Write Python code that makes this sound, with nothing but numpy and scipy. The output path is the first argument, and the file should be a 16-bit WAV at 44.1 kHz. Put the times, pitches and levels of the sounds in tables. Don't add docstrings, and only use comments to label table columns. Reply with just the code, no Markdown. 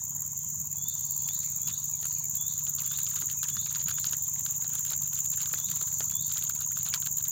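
import sys
import numpy as np
from scipy import signal
from scipy.fft import rfft, irfft, next_fast_len
from scipy.io import wavfile
from scipy.ndimage import uniform_filter1d, map_coordinates

SR = 44100
rng = np.random.default_rng(int(sys.argv[2]) if len(sys.argv) > 2 else 0)


def wrap_up_sound(samples):
    columns = np.atleast_2d(samples).T
    tamed = np.clip(columns, -1, 1)
    steps = np.round(tamed * 32767).astype(np.int16)
    wavfile.write(sys.argv[1], SR, steps)


def gain_from_decibels(decibels):
    exponent = np.asarray(decibels, float) / 20
    return 10 ** exponent


N = 322371


def unit(x):
    return x / np.sqrt(np.mean(x ** 2) + 1e-20)


def curves(rows):
    s, *columns = np.transpose(rows)
    return [np.interp(np.arange(N) / SR, s, column) for column in columns]


def wobble(rate):
    knots = rng.standard_normal(int(N * rate / SR) + 4)
    return map_coordinates(knots, [np.arange(N) * rate / SR])


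def filtered(x, response):
    m = next_fast_len(N + SR // 2)
    return irfft(rfft(x, m) * response(np.fft.rfftfreq(m, 1 / SR)), m)[..., :N]


def coloured(x, points):
    f, db = np.transpose(points)
    return filtered(x, lambda hz: gain_from_decibels(np.interp(np.log(hz + 1), np.log(f), db, -120, -120)))


def band(hz, centre_hz, width_hz):
    return 1j * hz * width_hz / (centre_hz ** 2 - hz ** 2 + 1j * hz * width_hz)


def placed(times, rows):
    at = np.round(times * SR).astype(int)[:, None] + np.arange(rows.shape[1])
    inside = (at >= 0) & (at < N)
    return np.bincount(at[inside], rows[inside], N)


def moments(cycles, place):
    whole = np.arange(np.floor(cycles[0]) - 1, cycles[-1]) + place
    return np.interp(whole, cycles, np.arange(N) / SR, -1, 99)


def echoes(x, t60, delay):
    out, step, t = np.zeros(N + 2 * SR), SR // 4, np.arange(SR) / SR
    for start in range(0, N, step):
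        tail = rng.standard_normal(SR) * gain_from_decibels(-60 * t / t60) * (1 - np.exp(-t / delay))
        wet = signal.fftconvolve(x[start:start + step], tail / np.linalg.norm(tail))
        out[start:start + len(wet)] += wet
    return out[:N]


def creases(times, db, pitch_hz, cycles):
    t = np.arange(260) / SR
    hz = np.clip(pitch_hz, 300, 15000)[:, None]
    ring = np.exp(-t * hz / cycles) * np.sin(2 * np.pi * hz * t)
    return placed(times, gain_from_decibels(db)[:, None] * ring)


# (frequency [Hz], level per Hz [dB])
AIR_COLOUR = [(30, -25), (80, -7), (150, 1.5), (230, -9), (330, -22.5), (600, -24.5), (950, -15),
              (1500, -23), (2500, -24), (4000, -27), (5500, -38), (9000, -38), (16000, -43)]


def air():
    spectrum = signal.stft(rng.standard_normal(N + SR), nperseg=512)[2]
    across_pitch = uniform_filter1d(rng.standard_normal(spectrum.shape), size=6, axis=0)
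    patches = uniform_filter1d(across_pitch, size=16, axis=1)
    drifting = signal.istft(spectrum * gain_from_decibels(4.55 * unit(patches)), nperseg=512)[1][:N]
    return gain_from_decibels(-56.5) * unit(coloured(drifting, AIR_COLOUR))


# (time [s], first cricket [cycles], second cricket [cycles], engine [cycles])
RHYTHM_LEAD = [(0.0, 0.071, -1.425, 0.036), (0.665, 0.14, -0.409, -0.011), (1.2, 0.19, -0.2, -0.028),
               (1.661, 0.212, -0.14, -0.013), (2.326, 0.178, 0.02, -0.007), (2.658, 0.189, 0.01, -0.015),
               (3.25, 0.212, 0.135, -0.028), (3.987, 0.155, 0.216, -0.06), (4.75, 0.108, 0.17, -0.036),
               (5.316, 0.105, 0.092, -0.024), (5.649, 0.068, -0.016, -0.006), (6.645, 0.088, -0.4, 0.047),
               (7.31, 0.135, -0.707, 0.095)]
EXHAUST_PUFFS = [
    (.026, 1.06),
    (.081, .78),
    (.435, 1.26),
    (.553, .22),
    (.749, .86),
]
# (centre [Hz], width [Hz], level [dB])
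EXHAUST_PIPE = [
    (95, 37, 0),
    (143.3, 4.1, 0),
]


def engine():
    rate_hz = 9.62
    cycles = rate_hz * np.arange(N) / SR + curves(RHYTHM_LEAD)[2]
    puffs = np.zeros(N)
    for place, size in EXHAUST_PUFFS:
        times = moments(cycles, place)
        puffs += placed(times, size * gain_from_decibels(.9 * rng.standard_normal((len(times), 1))))

    def pipe(f):
        low_edge = (1j * f / 70) ** 2 / (1 + 1j * f / 70) ** 2 / np.sqrt(1 + (62 / (f + 1)) ** 4)
        high_edge = 1 / (1 + 1j * f / 220) ** 2 / np.sqrt(1 + (f / 215) ** 10)
        return low_edge * high_edge * sum(gain_from_decibels(db) * band(f, hz, width) for hz, width, db in EXHAUST_PIPE)

    drone = -filtered(puffs, pipe)
    since = (cycles - .16) % 1 / rate_hz
    strike = (gain_from_decibels(-60 * since / .07) + .2) * rng.standard_normal(N)
    knock = filtered(strike, lambda f: band(f, 977, 205) ** 2 + 0.36 * band(f, 1100, 390) ** 2)
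    falling_tone = np.sin(2 * np.pi * (1000 - 900 * since) * since)
    ring = gain_from_decibels(-60 * since / .09 + 2.5 * wobble(25)) * falling_tone
    ring *= np.minimum(since / 0.0065, 1)
    return gain_from_decibels(-50.0) * unit(drone) + gain_from_decibels(-67.0) * unit(knock) + gain_from_decibels(-72.5) * unit(ring)


# (time [s], start pitch [Hz], end pitch [Hz], level [dB])
FAR_NOTES = [
    (1.92, 2630, 2150, -57.5),
    (2.15, 2590, 2360, -58.5),
    (2.23, 2420, 2130, -58),
    (3.379, 2550, 2400, -56.5),
]


def far_bird():
    times, start_hz, end_hz, db = (column[:, None] for column in np.transpose(FAR_NOTES))
    u = np.linspace(0, 1, round(0.037 * SR))
    phase = 2 * np.pi * np.cumsum(start_hz + (end_hz - start_hz) * u, axis=1) / SR
    direct = placed(times[:, 0], gain_from_decibels(db) * np.sin(np.pi * u) * np.sin(phase))
    return direct + gain_from_decibels(-9) * echoes(direct, t60=.2, delay=.01)


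# (middle [s], half length [s], level [dB])
HISS_BOUTS = [
    (1.15, 0.43, -60),
    (2.107, 0.17, -58.5),
    (5.952, 0.33, -63),
]


def far_hiss():
    edge_db = 14.5
    noise = filtered(rng.standard_normal(N), lambda f: band(f, 4440, 700) ** 2)
    t = np.arange(N) / SR
    bouts = sum(gain_from_decibels(db - edge_db * ((t - middle) / half) ** 2) for middle, half, db in HISS_BOUTS)
    return bouts * gain_from_decibels(1.4 * wobble(24)) * unit(noise)


# (time from flick [s], pitch [Hz], level [dB])
WHISTLE_SHAPE = [
    (-.14, 3370, -32),
    (-.1, 3400, -15),
    (-.05, 3440, -5),
    (-.02, 3480, -3),
    (0, 3600, 0),
    (.014, 3900, -4),
    (.032, 4600, -9),
    (.045, 4780, -24),
]
# (flick time [s], level [dB])
WHISTLES = [
    (.876, -46),
    (1.32, -46.5),
    (1.725, -45.5),
    (2.472, -45),
    (2.935, -45.5),
    (3.59, -45),
    (3.975, -50),
    (5.65, -46.5),
    (6.198, -44.5),
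]


def bird():
    t = np.arange(-.14, .045, 1 / SR)
    s, hz, db = np.transpose(WHISTLE_SHAPE)
    times, level_db = np.transpose(WHISTLES)
    note = gain_from_decibels(np.interp(t, s, db)) * np.sin(2 * np.pi * np.cumsum(np.interp(t, s, hz)) / SR)
    direct = placed(times + t[0], gain_from_decibels(level_db)[:, None] * note) * gain_from_decibels(2.5 * wobble(80))
    bright = filtered(direct, lambda f: 1 / np.sqrt(1 + (3650 / (f + 1)) ** 40))
    tail = gain_from_decibels(3) * echoes(bright, t60=.45, delay=.008) + gain_from_decibels(-2) * echoes(bright, t60=1.5, delay=.05)
    return gain_from_decibels(-1.5) * direct + gain_from_decibels(-5) * echoes(direct, t60=.1, delay=.003) + tail


# (place in cycle [0-1], level [dB], length [s])
WING_STROKES = [
    (0.196, -19.5, .008),
    (0.546, -6, .008),
    (0.774, 0, .0085),
    (1.015, -0.5, .008),
]


def cricket(cycles, top_hz, fall, octave_db, jitter, scatter_db):
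    out, t = np.zeros(N), np.arange(700) / SR
    for place, db, length in WING_STROKES:
        times = moments(cycles, place)
        chance = rng.standard_normal((len(times), 5))
        u = np.clip(t / (length * (1 + 0.15 * chance[:, :1])), 0, 1)
        drop = fall * (u ** 4 - 0.0354 * db)
        hz = top_hz * (1 + 0.0031 * chance[:, 1:2] - drop)
        phase = 2 * np.pi * np.cumsum(hz, axis=1) / SR + 3 * chance[:, 2:3]
        octave = gain_from_decibels(octave_db) * np.sin(2 * phase) / np.sqrt(1 + (drop / 0.013) ** 2)
        swell = gain_from_decibels(db + scatter_db * chance[:, 3:4]) * np.sin(np.pi * u) ** 1.3
        out += placed(times - length / 2 + jitter * chance[:, 4], swell * (np.sin(phase) + octave))
    return unit(out)


# (frequency [Hz], level per Hz [dB])
CHORUS_COLOUR = [(4500, -44.5), (5600, -24), (6200, -3.5), (6650, -6), (7150, 2.5), (7600, -13),
                 (9000, -31), (11400, -46), (12300, -23), (13800, -20.5), (14600, -8), (15100, -34),
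                 (15700, -21), (16500, -32)]


def far_chorus():
    t = np.arange(N) / SR
    others = np.zeros(N)
    for rate_hz, wing_hz in [(17.1, 7150), (18.1, 6900), (16.0, 6550), (16.6, 7250)]:
        cycles = rate_hz * t + rng.random() + .3 * wobble(.4)
        others += gain_from_decibels(1.1 * wobble(0.69)) * cricket(cycles, wing_hz, 0.063, -15, .001, 1.7)
    blur = unit(coloured(rng.standard_normal(N), CHORUS_COLOUR)) * gain_from_decibels(1.1 * wobble(9))
    return gain_from_decibels(-4.5) * unit(echoes(others, t60=0.1, delay=0.001)) + gain_from_decibels(-3.5) * blur


# (time [s], first cricket [dB], second cricket [dB], far chorus [dB])
SONG_LEVELS = [(0, -41.5, -38, -37.5), (.6, -42.5, -37, -37), (1.2, -40, -33.5, -36.5),
               (2, -42, -33, -35.5), (2.8, -40, -33, -35.5), (3.6, -42, -31.5, -35.5),
               (4.4, -39, -32.5, -35), (5.2, -40.5, -31, -34.5), (6, -39.5, -34, -34.5),
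               (6.7, -41, -32.5, -34.5), (7.31, -39, -32, -36)]


def insects():
    t = np.arange(N) / SR
    first_lead, second_lead, _ = curves(RHYTHM_LEAD)
    first_db, second_db, far_db = curves(SONG_LEVELS)
    first = cricket(17.66 * t + first_lead, top_hz=7355, fall=0.11, octave_db=0.0,
                    jitter=.0005, scatter_db=1.5)
    file = filtered(rng.standard_normal(N),
                    lambda f: band(f, 15500, 900) ** 2 + .15 * band(f, 8300, 1200) ** 2)
    scrape = file * uniform_filter1d(np.abs(first), size=60)
    first = first + gain_from_decibels(-13.0) * unit(scrape)
    second = cricket(18.6 * t + second_lead - .2, top_hz=6769, fall=0.062, octave_db=-24,
                     jitter=0.00089, scatter_db=1.5)
    near = gain_from_decibels(first_db + 4.0) * first + gain_from_decibels(second_db - 5.5) * second
    return near + gain_from_decibels(-10.5) * echoes(near, t60=0.042, delay=0.0011) + gain_from_decibels(far_db) * far_chorus()


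# (time [s], peak level [dB])
KNOCKS = [(2.025, -46), (2.99, -60), (3.22, -46), (3.428, -56), (3.799, -45.5), (4.13, -45), (4.915, -44),
          (5.534, -39.5), (5.81, -46), (6.004, -34), (6.065, -65), (6.359, -47)]


def thumps():
    times, db = np.transpose(KNOCKS)
    t = np.arange(2000) / SR
    rows = gain_from_decibels(db[:, None] - 60 * t / 0.063) * rng.standard_normal((len(times), len(t)))
    return gain_from_decibels(9) * filtered(placed(times, rows), lambda f: band(f, 484, 940) ** 2)


# (time [s], peak level [dB])
FILM_TICKS = [(0.7218, -46), (2.1154, -41), (2.603, -48), (4.358, -37), (4.3734, -47), (4.396, -41),
              (4.5266, -53), (4.616, -40), (4.6847, -56), (4.7086, -43), (4.7232, -38.5), (4.8227, -47),
              (5.69, -41), (5.919, -41), (6.031, -41), (6.0998, -37), (6.3444, -48), (6.708, -35),
              (6.8216, -48), (6.9783, -39), (7.1788, -47)]


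def ticks():
    times, db = np.transpose(FILM_TICKS)
    chance = rng.standard_normal((len(times), 9, 3))
    when = times[:, None] + 0.0055 * np.abs(chance[..., 0])
    level_db = db[:, None] - 11 + 2.7 * chance[..., 1]
    pitch_hz = 3000 * np.exp(0.427 * chance[..., 2])
    return creases(when.ravel(), level_db.ravel(), pitch_hz.ravel(), cycles=3.3)


# (time [s], level [dB])
FOLD_SNAPS = [(2.914, -37), (2.987, -33.5), (3.094, -37), (3.16, -35), (3.169, -34.5), (3.221, -29),
              (3.431, -28), (3.488, -34.5), (3.892, -31.5), (3.984, -32.5), (4.132, -29), (4.739, -37),
              (5.13, -38), (5.187, -44), (5.323, -36), (5.538, -27.5), (5.814, -36), (6.006, -29),
              (6.12, -38.5), (6.297, -38.5), (6.497, -31.5), (6.771, -33), (6.864, -29)]
# (time [s], level [dB])
POUCH_DENTS = [(1.683, -36.5), (2.029, -36), (3.211, -39), (3.568, -31), (3.757, -30.5), (3.813, -34.5),
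               (3.884, -33), (3.912, -30), (4.043, -27), (4.463, -33), (4.644, -36.5), (4.851, -37),
               (4.934, -34), (5.458, -32.5), (5.614, -44), (5.715, -33.5), (6.361, -43), (6.414, -41),
               (6.613, -35), (6.9395, -20), (7.025, -34), (7.063, -30), (7.071, -32), (7.179, -41),
               (7.206, -41)]
# (time [s], level [dB])
CREASE_POPS = [(1.287, -33), (1.431, -36), (1.677, -35), (1.702, -32.5), (2.351, -43), (2.668, -37.5),
               (2.785, -35), (2.795, -33), (3.066, -28.5), (3.299, -29.5), (3.44, -27), (3.662, -32),
               (3.705, -35), (3.749, -29), (3.798, -35.5), (4.065, -34), (4.093, -32), (4.487, -40),
               (4.868, -40), (4.903, -34), (4.916, -33.5), (5.023, -40), (5.338, -36), (5.404, -31.5),
               (5.687, -37), (6.317, -33), (6.372, -25.5), (6.856, -36), (6.945, -24.5), (7.254, -37)]
# (time [s], level [dB])
EDGE_CRACKS = [(2.054, -26), (2.675, -40), (2.816, -32.5), (2.835, -34), (2.903, -35.5), (2.994, -32),
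               (3.003, -34), (3.111, -34.5), (3.33, -39), (3.472, -37), (3.739, -38), (3.906, -28.5),
               (4.754, -29), (5.058, -39), (5.254, -32), (5.496, -42), (5.578, -41), (6.425, -26.5),
               (6.583, -41), (6.76, -38), (6.885, -39)]
# (low band [dB], middle band [dB], high band [dB])
SNAP_COLOURS = [
    (-4, -1, -5),
    (-4, -0.5, -37),
    (-14.5, -1, -39),
    (-14.5, -8, 0),
]
# (start [s], length [s], level [dB])
FINGER_SQUEEZES = [(2.33, 0.033, -49), (2.496, .12, -53), (2.685, 0.032, -58), (2.79, 0.23, -45),
                   (3.062, 0.26, -49), (3.458, 0.17, -50), (3.647, 0.29, -46), (3.967, 0.17, -46),
                   (4.219, 0.083, -63), (4.351, 0.059, -51), (4.437, .13, -54.5), (4.609, 0.11, -51.5),
                   (4.72, 0.1, -44.5), (4.849, 0.095, -38), (5.022, .05, -54), (5.129, 0.13, -45.5),
                   (5.309, .16, -41.5), (5.497, .13, -43), (5.689, 0.2, -43), (6, .13, -55),
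                   (6.269, .17, -45), (6.471, .16, -46.5), (6.755, 0.072, -48), (6.86, 0.12, -46),
                   (7.171, 0.095, -50)]
# (low band [dB], middle band [dB], high band [dB])
CRACKLE_COLOUR = (-6.5, 0, -5)


def film_events():
    snap_scatter_db, crackle_scatter_db, crackles_per_s = 1, 3, 50
    snaps = []
    for rows, colour in zip((FOLD_SNAPS, POUCH_DENTS, CREASE_POPS, EDGE_CRACKS), SNAP_COLOURS):
        snaps += [(s, *(db + np.array(colour))) for s, db in rows]
    snaps = np.array(snaps)
    snaps[:, 1:] += snap_scatter_db * rng.standard_normal((len(snaps), 3))
    start, length, db = (column[:, None] for column in np.transpose(FINGER_SQUEEZES))
    times = start + length * rng.random((len(start), 24))
    scatter = crackle_scatter_db * rng.standard_normal((len(start), 24, 3))
    levels = db[..., None] + np.array(CRACKLE_COLOUR) + scatter
    sounding = np.arange(24) < crackles_per_s * length
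    crackles = np.column_stack([times[sounding], levels[sounding]])
    return np.vstack([snaps, crackles]).T


# (frequency [Hz], level [dB])
FILM_COLOUR = [(300, -12), (700, -19.5), (1200, 1.5), (2000, -7), (3800, 7), (5500, -7), (9000, 8),
               (12000, -25), (16000, -35)]


def rustle():
    chance = rng.standard_normal((6000, 2))
    pitch_hz = 3200 * np.exp(0.776 * chance[:, 1])
    fine = creases(rng.random(6000) * N / SR, 4 * chance[:, 0], pitch_hz, cycles=3.2)
    fine = unit(fine) + .5 * rng.standard_normal(N)
    return unit(coloured(fine, FILM_COLOUR) * gain_from_decibels(3 * wobble(50)))


def sachets():
    times, low_db, mid_db, high_db = film_events()
    t = np.arange(1500) / SR
    decay = gain_from_decibels(-60 * t / .005) + .14 * gain_from_decibels(-60 * t / .05)
    burst = rng.standard_normal((len(times), len(t))) * decay
    burst /= np.sqrt(np.mean(burst[:, :40] ** 2, axis=1, keepdims=True))
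    low, mid, high = (placed(times, gain_from_decibels(db)[:, None] * burst) for db in (low_db, mid_db, high_db))
    snaps = gain_from_decibels(13) * filtered(low, lambda f: band(f, 1540, 710) ** 2)
    snaps += gain_from_decibels(8.0) * filtered(mid, lambda f: band(f, 4300, 4940) ** 2)
    snaps += gain_from_decibels(3.5) * filtered(high, lambda f: band(f, 9500, 11000) ** 2)
    chance = rng.standard_normal((len(times), 5, 3))
    after = times[:, None] + .006 + .009 * chance[..., 0]
    train_db = mid_db[:, None] - 15.0 + 0.79 * chance[..., 1]
    train_hz = 3000 * np.exp(0.61 * chance[..., 2])
    train = creases(after.ravel(), train_db.ravel(), train_hz.ravel(), cycles=3.9)
    motion = placed(times - .015, np.sqrt(gain_from_decibels(mid_db))[:, None] * np.hanning(round(.05 * SR)))
    return snaps + train + gain_from_decibels(-44.5) * motion ** 0.73 * rustle()


def scene():
    background = air() + engine() + far_bird() + far_hiss() + bird()
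    return (background + insects() + thumps() + ticks() + sachets())[None]


def low_pass(x):
    return signal.sosfilt(signal.butter(12, 16680, fs=SR, output="sos"), x)


def record(dry):
    top_hz = 15850
    mix = filtered(dry, lambda hz: hz < top_hz)
    return low_pass(mix)


dry = scene()
out = record(dry)
wrap_up_sound(out)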